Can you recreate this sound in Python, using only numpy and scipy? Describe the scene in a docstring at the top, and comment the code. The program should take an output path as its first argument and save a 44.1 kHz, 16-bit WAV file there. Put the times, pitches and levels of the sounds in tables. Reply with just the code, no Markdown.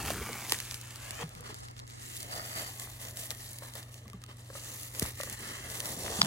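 """A parcel and crinkly paper in a box

A plastic-wrapped parcel is dragged out of a cardboard box, then a hand rummages in the paper filler.
Thousands of tiny folds buckle and rub, single strips snap, and the box knocks and booms when bumped.
Two close microphones, left and right, hear it over a faint mains hum."""
import sys
import numpy as np
from scipy import signal
from scipy.fft import rfft, irfft, next_fast_len
from scipy.io import wavfile
from scipy.ndimage import uniform_filter1d, map_coordinates

SR = 44100
rng = np.random.default_rng(int(sys.argv[2]) if len(sys.argv) > 2 else 0)


def wrap_up_sound(samples):
    """Save the sound to the file named by the first command line argument, as 16-bit audio."""
    columns = np.atleast_2d(samples).T
    # keep every value between -1 and 1, then stretch to whole-number steps
    tamed = np.clip(columns, -1, 1)
    steps = np.round(tamed * 32767).astype(np.int16)
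    wavfile.write(sys.argv[1], SR, steps)


N = 276317
TIME = np.arange(N) / SR
TOP_HZ = 16000

# Tone colours. Each row: frequency in Hz, strength there in dB.
AIR_COLOUR = [(20, -42), (50, 9), (75, 1), (92, 2), (130, -1.5), (200, -7), (500, -16.5), (2000, -23),
              (8000, -55), (15800, -90)]
SIDE_NOISE_COLOUR = [(25, -30), (60, -20), (130, -16), (250, -25), (600, 15), (2000, 3), (8000, -29),
                     (15800, -52)]  # faint noise that differs between left and right
WALL_COLOUR = [(60, -10), (140, 2.5), (215, 2), (400, -0.5), (800, -21.5), (2000, -49)]
HANDLING_COLOUR = [(20, -42), (45, -2), (78, 12), (110, -2), (200, -40)]  # the whole box shifting
WIDE_RUB_COLOUR = [(150, -5), (300, -8), (550, -4.5), (780, -2), (1080, -4), (1500, -10), (2000, -12),
                   (3000, -29), (4800, -14), (5500, -17), (7000, -33)]
SCRAPE_COLOUR = [(150, -8), (440, -13), (650, -1), (1100, -4), (1700, 5), (2300, -1), (2900, 2.5),
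                 (4200, -17), (5400, -10), (6500, -7), (7400, -6), (11000, -36)]
SCRAPE_SIDE_COLOUR = [(200, -6.5), (450, 1), (780, 2), (980, 0), (1200, 0), (1900, -8), (2600, 3),
                      (3200, -8), (4500, -10), (9000, -20)]  # the wide part of the scrape, opposite in left and right
EDGE_COLOUR = [(300, -13), (800, -6), (1250, 1.5), (1700, -5.5), (2600, -8), (3200, 6), (3900, -7),
               (4550, -5), (5000, 8), (5900, -7), (6700, -6.5), (8000, -18), (15800, -32)]
PARCEL_COLOUR = [(40, -19), (80, -25), (220, -2), (450, -12), (700, -1), (900, -4.5), (1330, -4),
                 (1550, -6), (1760, -4), (2100, -7.5), (2550, -8), (3300, -13), (6000, -18)]
HEAP_COLOUR = [(150, -14.5), (400, -1.5), (580, 1.5), (720, 0.5), (950, 1), (1230, 4), (1500, -2.5),
               (1780, 5), (2050, 6.5), (2350, -1.5), (2700, -1), (4000, -7.5), (8000, -20.5)]
STRIP_COLOUR = [(500, -21.5), (1500, -12.5), (2600, -2.5), (3500, -1), (4600, -2), (5500, -2), (7200, 1.5),
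                (9800, -1), (11400, -0.5), (12200, -4), (15800, -8)]
SNAP_BRIGHT_COLOUR = [(11500, -3), (12500, -4), (15800, -10)]
SNAP_DULL_COLOUR = [(300, -31), (1000, -10.5), (2500, 2.5), (5000, -2), (12000, -18)]

# How alike left and right sound. Each row: frequency in Hz, likeness from 0 to 1.
LIKENESS = [(200, 1), (500, 0.97), (850, 0.64), (1300, 0.72), (1900, 1), (2650, 0.68), (4000, 0.64),
            (5200, 0.51), (6500, 0.39), (11300, 0.68), (12500, 0.58), (15800, 0.53)]
# How far left runs ahead of right. Each row: frequency in Hz, lead in radians.
STEREO_LEAD = [(650, 0), (950, 1.9), (1350, 2), (1600, 1.65), (2100, -1.5), (2500, -3), (3450, -2.5),
               (4480, -1.17), (5170, -2.5), (5900, -0.5), (7060, -0.86), (14000, -1.5)]
EDGE_LEAD = [(400, .3), (1300, 2.54), (3200, 2.45), (4900, 1.94), (6500, 1.8), (12000, 1.5)]
RASP_LEAD = [(1250, 3.7), (1900, 2), (4600, 1.76), (5100, 3.1)]
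TAP_LEAD = [(600, 0.44), (1800, 1.5)]
KNOCK_LEAD = [(600, 0.26), (2500, 1.33)]

# The tones of the hum. Each row: pitch in Hz, level in dB.
HUM_TONES = [(59.8, -68), (95.5, -58), (119.9, -52), (240, -69.5), (300, -72.5)]
# Pushes on the box. Each row: start and length in seconds, wall rumble in dB, deep rumble in dB.
SHOVES = [(0, 0.23, -45.5, -41), (.26, 0.096, -50.5, -70), (1.1, 0.15, -60, -55), (1.35, 0.095, -67, -59),
          (3.05, 0.083, -62, -52), (4.05, 0.054, -62, -54), (5.0, 0.17, -63.5, -45), (5.2, 0.132, -58, -57),
          (5.58, 0.19, -73, -54), (5.89, 0.194, -50.5, -50), (6.08, .19, -51, -49)]
# Bumps on a wall. Each row: start in seconds, level in dB, final pitch in Hz, seconds to fade 60 dB.
BUMPS = [(1.235, -30.5, 152, 0.14), (1.355, -47, 158, 0.31), (4.06, -42, 204, .11),
         (4.14, -35.5, 177.2, 0.11), (5.317, -43, 214, 0.076), (6.188, -25, 186, 0.088),
         (6.23, -22, 165, 0.094), (6.244, -24.5, 159, 0.14)]
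# Nudged flaps. Each row: start in seconds, level in dB, pitch in Hz, seconds to fade 60 dB.
FLAP_RINGS = [(1.198, -38.5, 468, 0.11), (1.222, -36.5, 481, 0.078), (1.403, -49.5, 490, 0.11),
              (1.492, -43.5, 429, 0.13), (4.056, -47, 1140, 0.041), (4.132, -39, 1157, 0.037),
              (4.14, -48, 402, 0.099), (4.236, -44, 1250, 0.033), (4.557, -43, 1250, 0.053),
              (6.101, -33, 451, .1)]
# The parcel scraping up the wall. Each row: time in seconds, level in dB.
SCRAPE_LEVEL = [(.54, -61), (.8, -59), (.95, -59.5), (1.03, -53.5), (1.18, -49.5), (1.205, -46),
                (1.232, -44), (1.25, -69)]
# The wall's echo makes evenly spaced peaks in the tone. Each row: time in seconds, spacing in Hz.
ECHO_SPACING = [(.9, 434), (1.24, 659)]
# Finger taps. Each row: start in seconds, level in dB.
TAPS = [(3.621, -37), (3.648, -44), (3.752, -39.5), (4.501, -37.5), (4.528, -48), (4.552, -36),
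        (5.2013, -28), (5.233, -32.5), (5.273, -39)]
# Notes the box rings at. Each row: pitch in Hz, level in dB, seconds to fade 60 dB.
TAP_NOTES = [(552, 1, 0.031), (1164, -4, 0.027), (1390, -4.5, 0.019), (1760, -5, 0.02)]  # a tapped wall
BOX_NOTES = [(455, 16.5, 0.04), (615, 1, 0.042), (837, 0, 0.17), (1190, 11, 0.025), (1890, 23.5, 0.029)]  # the air and panels after a knock
# Blows on the box. Each row: start in seconds, level in dB, middle pitch in Hz, width in octaves.
KNOCKS = [(0.1034, -26.5, 614, 0.22), (0.107, -27, 1300, 0.41), (0.214, -38, 417, .3),
          (0.232, -35, 1400, 0.94), (0.290, -37, 700, 0.17), (0.294, -38, 423, .3),
          (0.5218, -22.5, 1010, 0.26), (0.5215, -19, 1900, 0.4), (0.5225, -33.5, 393, 0.39),
          (0.533, -25, 2400, 0.8), (0.5445, -25, 2170, 0.39), (1.2, -38, 1070, 0.19),
          (1.212, -46, 900, 1.0), (1.221, -35, 940, 0.29), (1.229, -34, 1000, 0.21),
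          (1.502, -42, 840, 0.25), (2.873, -40.5, 800, 0.87), (3.31, -34, 1300, 1.31),
          (3.634, -41, 900, 0.48), (3.763, -42, 700, 0.42), (5.0194, -24.5, 121, 1.09),
          (5.0159, -39.5, 480, 0.48), (5.02, -35, 2030, 0.097), (5.024, -32, 1200, 0.56),
          (5.053, -33.5, 900, 0.88), (6.062, -33, 1200, 0.85), (6.08, -27.5, 1625, 0.57),
          (6.217, -22, 780, 0.46), (6.229, -20, 4234, 0.32)]

# Wide paper rubbing. Each row: start and length in seconds, level in dB.
WIDE_RUBS = [(1.32, 0.09, -53), (1.42, 0.16, -51.5), (1.6, 0.09, -51), (1.76, 0.085, -54),
             (1.88, 0.26, -53), (2.15, 0.15, -54.5), (2.3, 0.06, -56)]
# Dragged bunches of strips. Each row: start and length in seconds, level in dB.
RASPS = [(2.305, 0.096, -45.5), (2.41, 0.16, -52), (2.54, 0.057, -43), (2.64, 0.037, -48)]
# Where they ring. Each row: pitch in Hz, width in Hz, strength in dB.
RASP_PEAKS = [(1250, 223, -4), (1910, 240, -4.5), (4480, 300, -5), (5060, 400, -5.5)]
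# Snapping strips. Each row: start in seconds, level in dB, dB added to that for the dull part.
SNAPS = [(0.1028, -20, -8), (0.1336, -21, -27), (0.33, -25.5, -7), (0.495, -21, -6), (0.5204, -5.5, -10.5),
         (0.587, -20.5, -15), (0.601, -17, -10), (0.71, -27, 1), (0.7422, -24.5, -3), (0.812, -23, -31),
         (0.9063, -28.5, -16), (0.957, -24.5, -17), (1.107, -17, -22), (1.2385, -33, -13),
         (1.291, -29.5, -23), (1.35, -35, -5), (1.4066, -27.5, -32), (1.5428, -27, -10), (1.6027, -38, -14),
         (1.684, -41, 1), (1.7102, -35, -17), (1.7646, -44, 1), (1.7778, -45, 2), (1.791, -38, 2.5),
         (1.798, -33.5, -7), (1.867, -41, -10), (1.876, -33, -14), (1.899, -38, -2), (1.907, -42, -1),
         (2.149, -31, -34), (2.166, -18, -40), (2.173, -24, -37), (2.2035, -20, -32), (2.228, -19, -38),
         (2.7965, -18, -32), (2.8987, -30, -22), (3.0505, -25.5, -28), (3.084, -30, -13), (3.109, -24, -28),
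         (3.17, -20.5, -15), (3.3046, -12.5, -29), (3.312, -21.5, -12), (3.3476, -28, -16),
         (3.531, -23.5, -38), (3.585, -21.5, -37), (3.736, -26, -34), (3.7527, -22, -25),
         (3.8281, -35.5, -3), (3.8336, -35, -12), (3.9412, -30, -11), (4.079, -37, -6.5), (4.0987, -37, -7),
         (4.217, -37.5, -14), (4.1313, -37.5, -6), (4.2374, -32, -4), (4.262, -44, 1), (4.368, -35, -28.5),
         (4.8313, -20, -42), (4.9483, -30, -5.5), (4.995, -5, -35), (5.0218, -16, -19), (5.0261, -13, -17),
         (5.06, -20, -18), (5.21, -23, -5.5), (5.233, -19, -14), (5.2968, -16.5, -31), (5.326, -18, -36),
         (5.7, -23, -15), (5.752, -24, -16), (5.802, -14.5, -15), (5.845, -23, -30), (5.8558, -14.5, -36),
         (6.034, -21, -22), (6.2464, -19, -12)]
# Slow stirring of the paper. Each row: time in seconds, crinkle in dB, rub of the heap in dB.
STIRRING = [(0, -45, -46.5), (.3, -46, -47), (.55, -45, -49), (.78, -52, -56.5), (1.18, -53, -60),
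            (1.27, -59.5, -56), (1.84, -67.5, -65), (1.95, -57, -61), (2.38, -48.5, -50),
            (2.68, -48.5, -54.5), (3.12, -57, -61), (3.54, -54, -60.5), (3.88, -62.5, -59.5),
            (4.25, -72, -67), (4.58, -50.5, -58), (5.14, -52.5, -59.5), (5.57, -49.5, -49),
            (6.26, -40.5, -49)]
# Crushed handfuls. Each row: start and length in seconds, crinkle in dB, rub of the heap in dB.
GRABS = [(.04, 0.073, -42, -43.5), (.48, 0.061, -38, -49), (.57, 0.089, -49, -70), (.685, 0.068, -45, -75),
         (1.185, 0.034, -53, -43.5), (1.43, 0.09, -54.5, -49), (1.525, 0.14, -53.5, -77),
         (1.765, 0.014, -49.5, -68), (1.865, 0.083, -55.5, -69), (1.98, 0.16, -50.5, -57),
         (2.125, 0.087, -46, -75), (2.295, 0.086, -46, -51), (2.41, 0.13, -49, -60),
         (2.535, 0.091, -43.5, -45), (2.665, 0.042, -55, -55), (2.77, 0.076, -46, -56),
         (2.985, 0.1, -47, -54.5), (3.15, 0.11, -43, -54.5), (3.28, 0.036, -49, -49),
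         (3.355, 0.18, -49.5, -60.5), (3.605, 0.09, -56, -55.5), (3.735, 0.059, -49, -51.5),
         (3.9, 0.087, -55.5, -73), (4.06, 0.028, -66, -67), (4.2, 0.021, -60, -58),
         (4.27, 0.036, -62.5, -52), (4.36, 0.0405, -59, -62), (4.525, 0.068, -48.5, -52.5),
         (4.61, 0.16, -49, -56.5), (4.77, 0.075, -47, -57), (4.925, 0.092, -47.5, -50.5),
         (5.0, 0.092, -43, -46.5), (5.165, 0.17, -46.5, -50), (5.375, 0.19, -46.5, -47.5),
         (5.68, 0.12, -44.5, -72), (5.825, 0.042, -44.5, -45), (5.87, 0.067, -44, -55),
         (6.02, 0.0818, -42, -45), (6.095, 0.091, -40.5, -45.5), (6.22, 0.061, -42.5, -40)]
# The paper's changing tone. Each row: time in seconds, boost in dB (below zero is a cut).
TREBLE_BOOST = [(0, 1), (.6, 1), (1.2, -2), (1.6, -16), (1.8, -40), (2.05, 1.5), (2.5, 4.5), (3.3, 5),
                (3.75, 5), (4.2, -8), (4.8, 7), (5.4, 1), (5.6, -4), (5.85, 7.5), (6.27, -7)]  # strips on top sound brighter than buried ones
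HOLLOW_BOOST = [(.6, -7), (1.1, 5.5), (1.3, -0.5), (2.1, -13), (2.35, 9.5), (2.65, 4.5), (3.1, 4.5),
                (3.7, 2), (4.4, 4.5), (5.2, -4.5), (6.27, 7)]  # pressing near a wall brings out the hollow of the box
MIC_PEAK_BOOST = [(.6, -5), (1.2, -9), (1.5, -10), (2.1, -4.5), (2.5, -4), (3.2, -2.5), (3.7, -5),
                  (4.35, -7), (4.7, -3), (5.2, -5.5), (5.5, -3), (5.95, -5), (6.27, -6)]  # the microphones' nasal peak near 1950 Hz, stronger or weaker over time


def amp(db):
    """Turn decibels into a number to multiply by."""
    return 10 ** (np.asarray(db) / 20)


def unit(x):
    """Scale a sound to an average power of 1."""
    return x / np.sqrt(np.mean(x ** 2) + 1e-20)


def along(points, hz):
    """Read between the rows of a frequency table, with octaves evenly spaced."""
    row_hz, values = np.transpose(points)
    return np.interp(np.log(hz + 1), np.log(row_hz + 1), values)


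def curves(rows):
    """Turn each column after the time into one value per sample."""
    times, *columns = np.transpose(rows)
    return [np.interp(TIME, times, column) for column in columns]


def wobble(rate):
    """A smooth curve through rate random values a second."""
    return map_coordinates(rng.standard_normal(int(N * rate / SR) + 4), [TIME * rate])


def filtered(x, response):
    """Multiply each frequency in a sound by response(hz)."""
    size = next_fast_len(N + SR // 2)
    return irfft(rfft(x, size) * response(np.fft.rfftfreq(size, 1 / SR)), size)[..., :N]


def coloured(x, colour):
    """Give a sound the tone of a colour table."""
    return filtered(x, lambda hz: amp(along(colour, hz)))


def add(track, start, sound):
    """Mix a sound into a track at start seconds."""
    part = track[..., max(round(start * SR), 0):][..., :sound.shape[-1]]
    part += sound[..., :part.shape[-1]]


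def swells(rows, attack_s, release_s):
    """The power of moves that rise, hold and die away: one track for each dB column."""
    power = np.zeros((len(rows[0]) - 2, N))
    for start, length, *levels_db in rows:
        age = np.arange(int((length + 10 * release_s) * SR)) / SR
        shape = np.minimum(age / attack_s, 1) * np.exp(-np.maximum(age - length, 0) / release_s)
        add(power, start, np.outer(amp(levels_db), shape) ** 2)
    return power


def out_of_step(x, lead):
    """Make a left and a right from one sound, with the left running ahead."""
    return filtered(x, lambda hz: np.exp(.5j * np.outer([1, -1], along(lead, hz))))


def stereo(pair, in_step_hz=300):
    """Mix direct and scattered sound into left and right; the low notes stay in step."""
    apart = lambda hz: hz ** 4 / (hz ** 4 + in_step_hz ** 4)
    turn = lambda hz: apart(hz) * np.arccos(np.clip(along(LIKENESS, hz), 0, 1)) / 2
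    direct, scattered = filtered(pair, lambda hz: np.array([np.cos(turn(hz)), np.sin(turn(hz))]))
    lead = lambda hz: np.exp(.5j * np.outer([1, -1], apart(hz) * along(STEREO_LEAD, hz)))
    return filtered(np.array([direct + scattered, direct - scattered]), lead)


def drifting(pair, aside_at_s=1.24, drift_s=0.22):
    """A sound starts midway between the microphones, then drifts aside and falls out of step."""
    centred = np.clip((aside_at_s - TIME) / drift_s, 0, 1)
    return stereo(np.sqrt(centred) * pair, in_step_hz=2940) + stereo(np.sqrt(1 - centred) * pair)


def shifting(x, depth_db):
    """Slow random peaks and dips in the tone, as echoes in the box change with the moving hand."""
    spectra = signal.stft(x, nperseg=1024)[2]
    ripple = rng.standard_normal(spectra.shape[-2:])
    for _ in range(2):
        ripple = uniform_filter1d(ripple, size=4, axis=0)  # smooth over pitch
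        ripple = uniform_filter1d(ripple, size=14, axis=1)  # and over time
    return signal.istft(spectra * amp(depth_db * unit(ripple)), nperseg=1024)[1][..., :N]


def crackle(rate, spread_db, life_s, rub):
    """Two tracks of folds buckling, rate a second: tiny dying bursts over smooth rubbing."""
    happens = rng.random(N) < rate / SR
    size = amp(spread_db * np.minimum(rng.standard_normal(N), 2.5))
    decay = np.exp(-2 / (life_s * SR))
    energy = signal.lfilter([1], [1, -decay], happens * size ** 2)
    return np.sqrt(energy / energy.mean() + rub ** 2) * rng.standard_normal((2, N))


def ticks(rate, spread_db, pitch_hz, cycles):
    """Single folds flick, rate a second: each rings for a cycle or two at its own pitch."""
    starts = np.flatnonzero(rng.random(N) < rate / SR)
    detune, size, *phases = rng.standard_normal((len(starts), 4)).T[..., None]
    hz = np.clip(pitch_hz * np.exp(.5 * detune), 1500, 15000)
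    steps = np.arange(128)
    age_cycles = hz * steps / SR
    fade = amp(spread_db * np.minimum(size, 2)) * np.sqrt(hz) * np.exp(-age_cycles / cycles)
    rings = [fade * np.sin(2 * np.pi * (age_cycles + phase)) for phase in phases]
    places = (starts[:, None] + steps).ravel()
    return unit(np.array([np.bincount(places, ring.ravel(), N)[:N] for ring in rings]))


def room():
    """An electric hum wavers slightly over low air noise and a faint hiss."""
    tone = lambda hz: np.sqrt(2) * np.sin(2 * np.pi * (hz * TIME + rng.random()) + 0.29 * wobble(2.5))
    hum = sum(amp(db + .6 * wobble(3)) * tone(hz) for hz, db in HUM_TONES)
    air = unit(coloured(rng.standard_normal((2, N)), AIR_COLOUR))
    side_noise = unit(coloured(rng.standard_normal(N), SIDE_NOISE_COLOUR))
    return hum + amp(-59) * stereo(air) + amp(-70.5) * np.outer([1, -1], side_noise)


def box_rumble(heap_db, wall_share_db=-8.5):
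    """The walls rumble along with the paper heap; each shove shakes them and shifts the whole box."""
    wall_power, handling_power = swells(SHOVES, attack_s=0.0084, release_s=0.0072)
    wall_level = np.sqrt(wall_power + amp(heap_db + wall_share_db) ** 2)
    handling_level = amp(-3.5) * np.sqrt(handling_power + amp(-65) ** 2)
    walls = unit(coloured(crackle(400, spread_db=3, life_s=0.0024, rub=0.68)[0], WALL_COLOUR))
    handling = unit(coloured(rng.standard_normal(N), HANDLING_COLOUR))
    return wall_level * walls + handling_level * handling


def booms(attack_s=0.0034, bend=0.16):
    """A bumped wall booms: its note starts a little high and drops as the wall relaxes."""
    t = np.arange(SR // 3) / SR
    rise = 1 - np.exp(-t / attack_s)
    track = np.zeros(N)
    for start, db, hz, fade_s in BUMPS:
        cycles = np.cumsum(hz * (1 + bend * np.exp(-t / 0.013))) / SR
        add(track, start, amp(db - 60 * t / fade_s) * rise * np.sin(2 * np.pi * cycles))
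    return track


def flaps():
    """Loose cardboard flaps each give a short hollow note when nudged."""
    t = np.arange(SR // 4) / SR
    rise = 1 - np.exp(-t / 0.002)
    track = np.zeros(N)
    for start, db, hz, fade_s in FLAP_RINGS:
        add(track, start, amp(db - 60 * t / fade_s) * rise * np.sin(2 * np.pi * hz * t))
    return track


def scrape():
    """The parcel rubs a wall; the echo shortens as it moves, so the tone sweeps up."""
    rub = crackle(1200, spread_db=2.5, life_s=.001, rub=.6)
    delay_s = 1 / curves(ECHO_SPACING)[0]
    echo = lambda x: np.array([np.interp(TIME - delay_s, TIME, track) for track in x])
    middle, side = rub + .6 * echo(rub + .35 * echo(rub))
    middle = unit(coloured(middle, SCRAPE_COLOUR))
    side = amp(0.5) * np.outer([1, -1], unit(coloured(side, SCRAPE_SIDE_COLOUR)))
    touching = (TIME > SCRAPE_LEVEL[0][0]) & (TIME < SCRAPE_LEVEL[-1][0])
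    return touching * amp(curves(SCRAPE_LEVEL)[0]) * (middle + side)


def taps(rise_cycles=0.8):
    """Fingers tap a wall: the same few hollow notes answer, a little different each time."""
    t = np.arange(SR // 8) / SR
    track = np.zeros(N)
    for start, db in TAPS:
        for hz, note_db, fade_s in TAP_NOTES:
            random_db, detune = rng.standard_normal(2)
            rise = 1 - np.exp(-t * hz / rise_cycles)  # low notes build up more slowly
            tone = np.sin(2 * np.pi * hz * (1 + 0.033 * detune) * t)
            add(track, start, amp(db + note_db + random_db - 60 * t / fade_s) * rise * tone)
    return out_of_step(track, TAP_LEAD)


def knocks(ring_db=-18):
    """A blow bends the cardboard: high notes arrive first, so the pitch falls, then the box rings."""
    hz = np.fft.rfftfreq(SR // 5, 1 / SR) + 1
    track = np.zeros(N)
    for start, db, centre_hz, octaves in KNOCKS:
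        band = np.exp(-.5 * (np.log2(hz / centre_hz) / octaves) ** 2)
        lag_cycles = along([(130, 1.4), (400, 1.3)], centre_hz)  # heavy blows spread out more
        blow = irfft(band * np.exp(-2j * np.pi * lag_cycles * np.log(hz)))
        add(track, start, amp(db) * blow / abs(blow).max())
    t = np.arange(SR // 5) / SR
    ring = sum(amp(db - 60 * t / fade_s) * np.cos(2 * np.pi * f * t) for f, db, fade_s in BOX_NOTES)
    ringing = signal.fftconvolve(track, ring / np.linalg.norm(ring))[:N]
    return out_of_step(track + amp(ring_db) * ringing, KNOCK_LEAD)


def crack(at_s=6.2174, rise_s=0.0017, fall_s=0.0014, click_s=.00006):
    """A stiff edge grates for a few milliseconds as it slips, then lets go with a click."""
    age = TIME - at_s
    shape = np.exp(np.minimum(age, 0) / rise_s - np.maximum(age, 0) / fall_s)
    slip = coloured(shape * rng.choice([-1, 1], N), EDGE_COLOUR)
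    slip *= np.linalg.norm(shape) / np.linalg.norm(slip)
    click_age = age / click_s
    click = amp(3) * (1 - click_age ** 2) * np.exp(-click_age ** 2 / 2)
    return amp(-10.5) * out_of_step(slip + click, EDGE_LEAD)


def wide_paper_rub():
    """Paper rubbing that sounds wide: the left wave goes up as the right goes down."""
    rub = shifting(crackle(600, spread_db=3, life_s=0.0022, rub=0.6)[0], depth_db=1.5)
    level = np.sqrt(swells(WIDE_RUBS, attack_s=0.01, release_s=0.048)[0])
    return np.outer([1, -1], level * unit(coloured(rub, WIDE_RUB_COLOUR)))


def rasps():
    """The pleats of dragged strips catch one after another and ring at a few pitches."""
    def ringing(hz):
        peaks = sum((-1) ** k * amp(db) * 1j * hz * width / (pitch ** 2 - hz ** 2 + 1j * hz * width)
                    for k, (pitch, width, db) in enumerate(RASP_PEAKS))
        return peaks * abs(peaks) ** .5  # makes the peaks sharper

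    catches = crackle(260, spread_db=2.5, life_s=.0012, rub=.3)[0]
    level = np.sqrt(swells(RASPS, attack_s=0.013, release_s=0.019)[0])
    return out_of_step(level * unit(filtered(catches, ringing)), RASP_LEAD)


def snaps():
    """A crease gives way in about a millisecond and shakes its neighbours; each has its own tone."""
    t = np.arange(SR // 20) / SR
    hz = np.fft.rfftfreq(len(t), 1 / SR)
    shape = (1 - np.exp(-t / .0003)) * np.exp(-t / .0009) + amp(-27) * np.exp(-t / .004)
    sized = lambda x: x * np.linalg.norm(shape) / np.linalg.norm(x, axis=1, keepdims=True)
    bright, dull = np.zeros((2, 2, N))
    for start, db, dull_db in SNAPS:
        centre_hz = 7500 * np.exp(0.21 * rng.standard_normal())
        band = np.exp(-.4 * np.log2((hz + 1) / centre_hz) ** 2)
        burst = rng.standard_normal((2, len(t))) * shape
        add(bright, start + .001, amp(db - 3.5) * sized(irfft(rfft(burst) * band, len(t))))
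        add(dull, start + .001, amp(db + dull_db + 9) * sized(burst))
    return stereo(coloured(bright, SNAP_BRIGHT_COLOUR) + coloured(dull, SNAP_DULL_COLOUR))


def parcel_slide(heap_db):
    """The wrapped parcel slides over the heap in tiny slips, the same on left and right."""
    slips = shifting(crackle(700, spread_db=3, life_s=.0015, rub=.6)[0], depth_db=2.5)
    return amp(heap_db + 4) * unit(coloured(slips, PARCEL_COLOUR))


def buried_paper(folds, heap_db):
    """Folds sound dull through the heap; the box's hollow and the microphones' peak come and go."""
    crush = unit(crackle(400, spread_db=1.5, life_s=0.0066, rub=0.16)) + folds
    deep = coloured(shifting(crush, depth_db=2.6), HEAP_COLOUR)
    hollow = filtered(deep, lambda hz: np.exp(-2 * np.log2((hz + 1) / 680) ** 2))
    hollow *= amp(curves(HOLLOW_BOOST)[0]) - 1
    mic_peak = filtered(deep, lambda hz: np.exp(-((hz - 1950) / 330) ** 2))
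    mic_peak *= amp(curves(MIC_PEAK_BOOST)[0]) - 1
    return amp(heap_db + 0.5) * unit(deep + hollow + mic_peak)


def top_strips(folds, speed, clumps, crinkle_db):
    """The strips on top crinkle brightly, and now and then a loose one flicks clear."""
    flicks = ticks(1100 * speed * clumps ** 2, spread_db=3, pitch_hz=7000, cycles=1.5) / np.sqrt(speed)
    loose = ticks(80, spread_db=1.5, pitch_hz=8000, cycles=1)
    crinkle = shifting(folds, depth_db=2.4) + .62 * unit(flicks) + amp(-11) * loose
    paper = coloured(crinkle, STRIP_COLOUR)
    treble = filtered(paper, lambda hz: 1 / (1 + (11000 / (hz + 1)) ** 8))
    treble *= amp(curves(TREBLE_BOOST)[0]) - 1
    return amp(crinkle_db + 1) * unit(paper + treble)


def hand():
    """Separate grabs over slow stirring set the crinkle and heap levels, in dB."""
    grab_power = swells(GRABS, attack_s=.028, release_s=0.0206)
    return 10 * np.log10(amp(curves(STIRRING)) ** 2 + grab_power)


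def rummaging(crinkle_db, heap_db, parcel_out_s=0.52):
    """Faster strokes buckle more folds; the heap's rub takes over as the parcel leaves it."""
    speed = amp(.5 * (crinkle_db - crinkle_db.max()))
    # folds catch and let go in clumps, which merge into an even rush in a fast stroke
    clumps = amp((1.45 - .9 * speed) * (.85 * wobble(45) + .75 * wobble(130)))
    buckling = crackle(2600 * speed, spread_db=1.5, life_s=0.005, rub=0.6)
    folds = unit(clumps * buckling / np.sqrt(speed))
    strips = top_strips(folds, speed, clumps, crinkle_db)
    heap = buried_paper(folds, heap_db)
    sliding = np.clip((parcel_out_s - TIME) / 0.065, 0, 1)
    return drifting(strips + (1 - sliding) * heap) + sliding * parcel_slide(heap_db)


def scene():
    """Paper, box and room together."""
    crinkle_db, heap_db = hand()
    paper = rummaging(crinkle_db, heap_db) + rasps() + snaps()
    rubbing = scrape() + wide_paper_rub()
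    cardboard = knocks() + taps() + crack() + flaps() + box_rumble(heap_db) + booms()
    return paper + rubbing + cardboard + room()


def record(dry):
    """Cut away everything above TOP_HZ."""
    return filtered(dry, lambda hz: hz < TOP_HZ)


dry = scene()
out = record(dry)
wrap_up_sound(out)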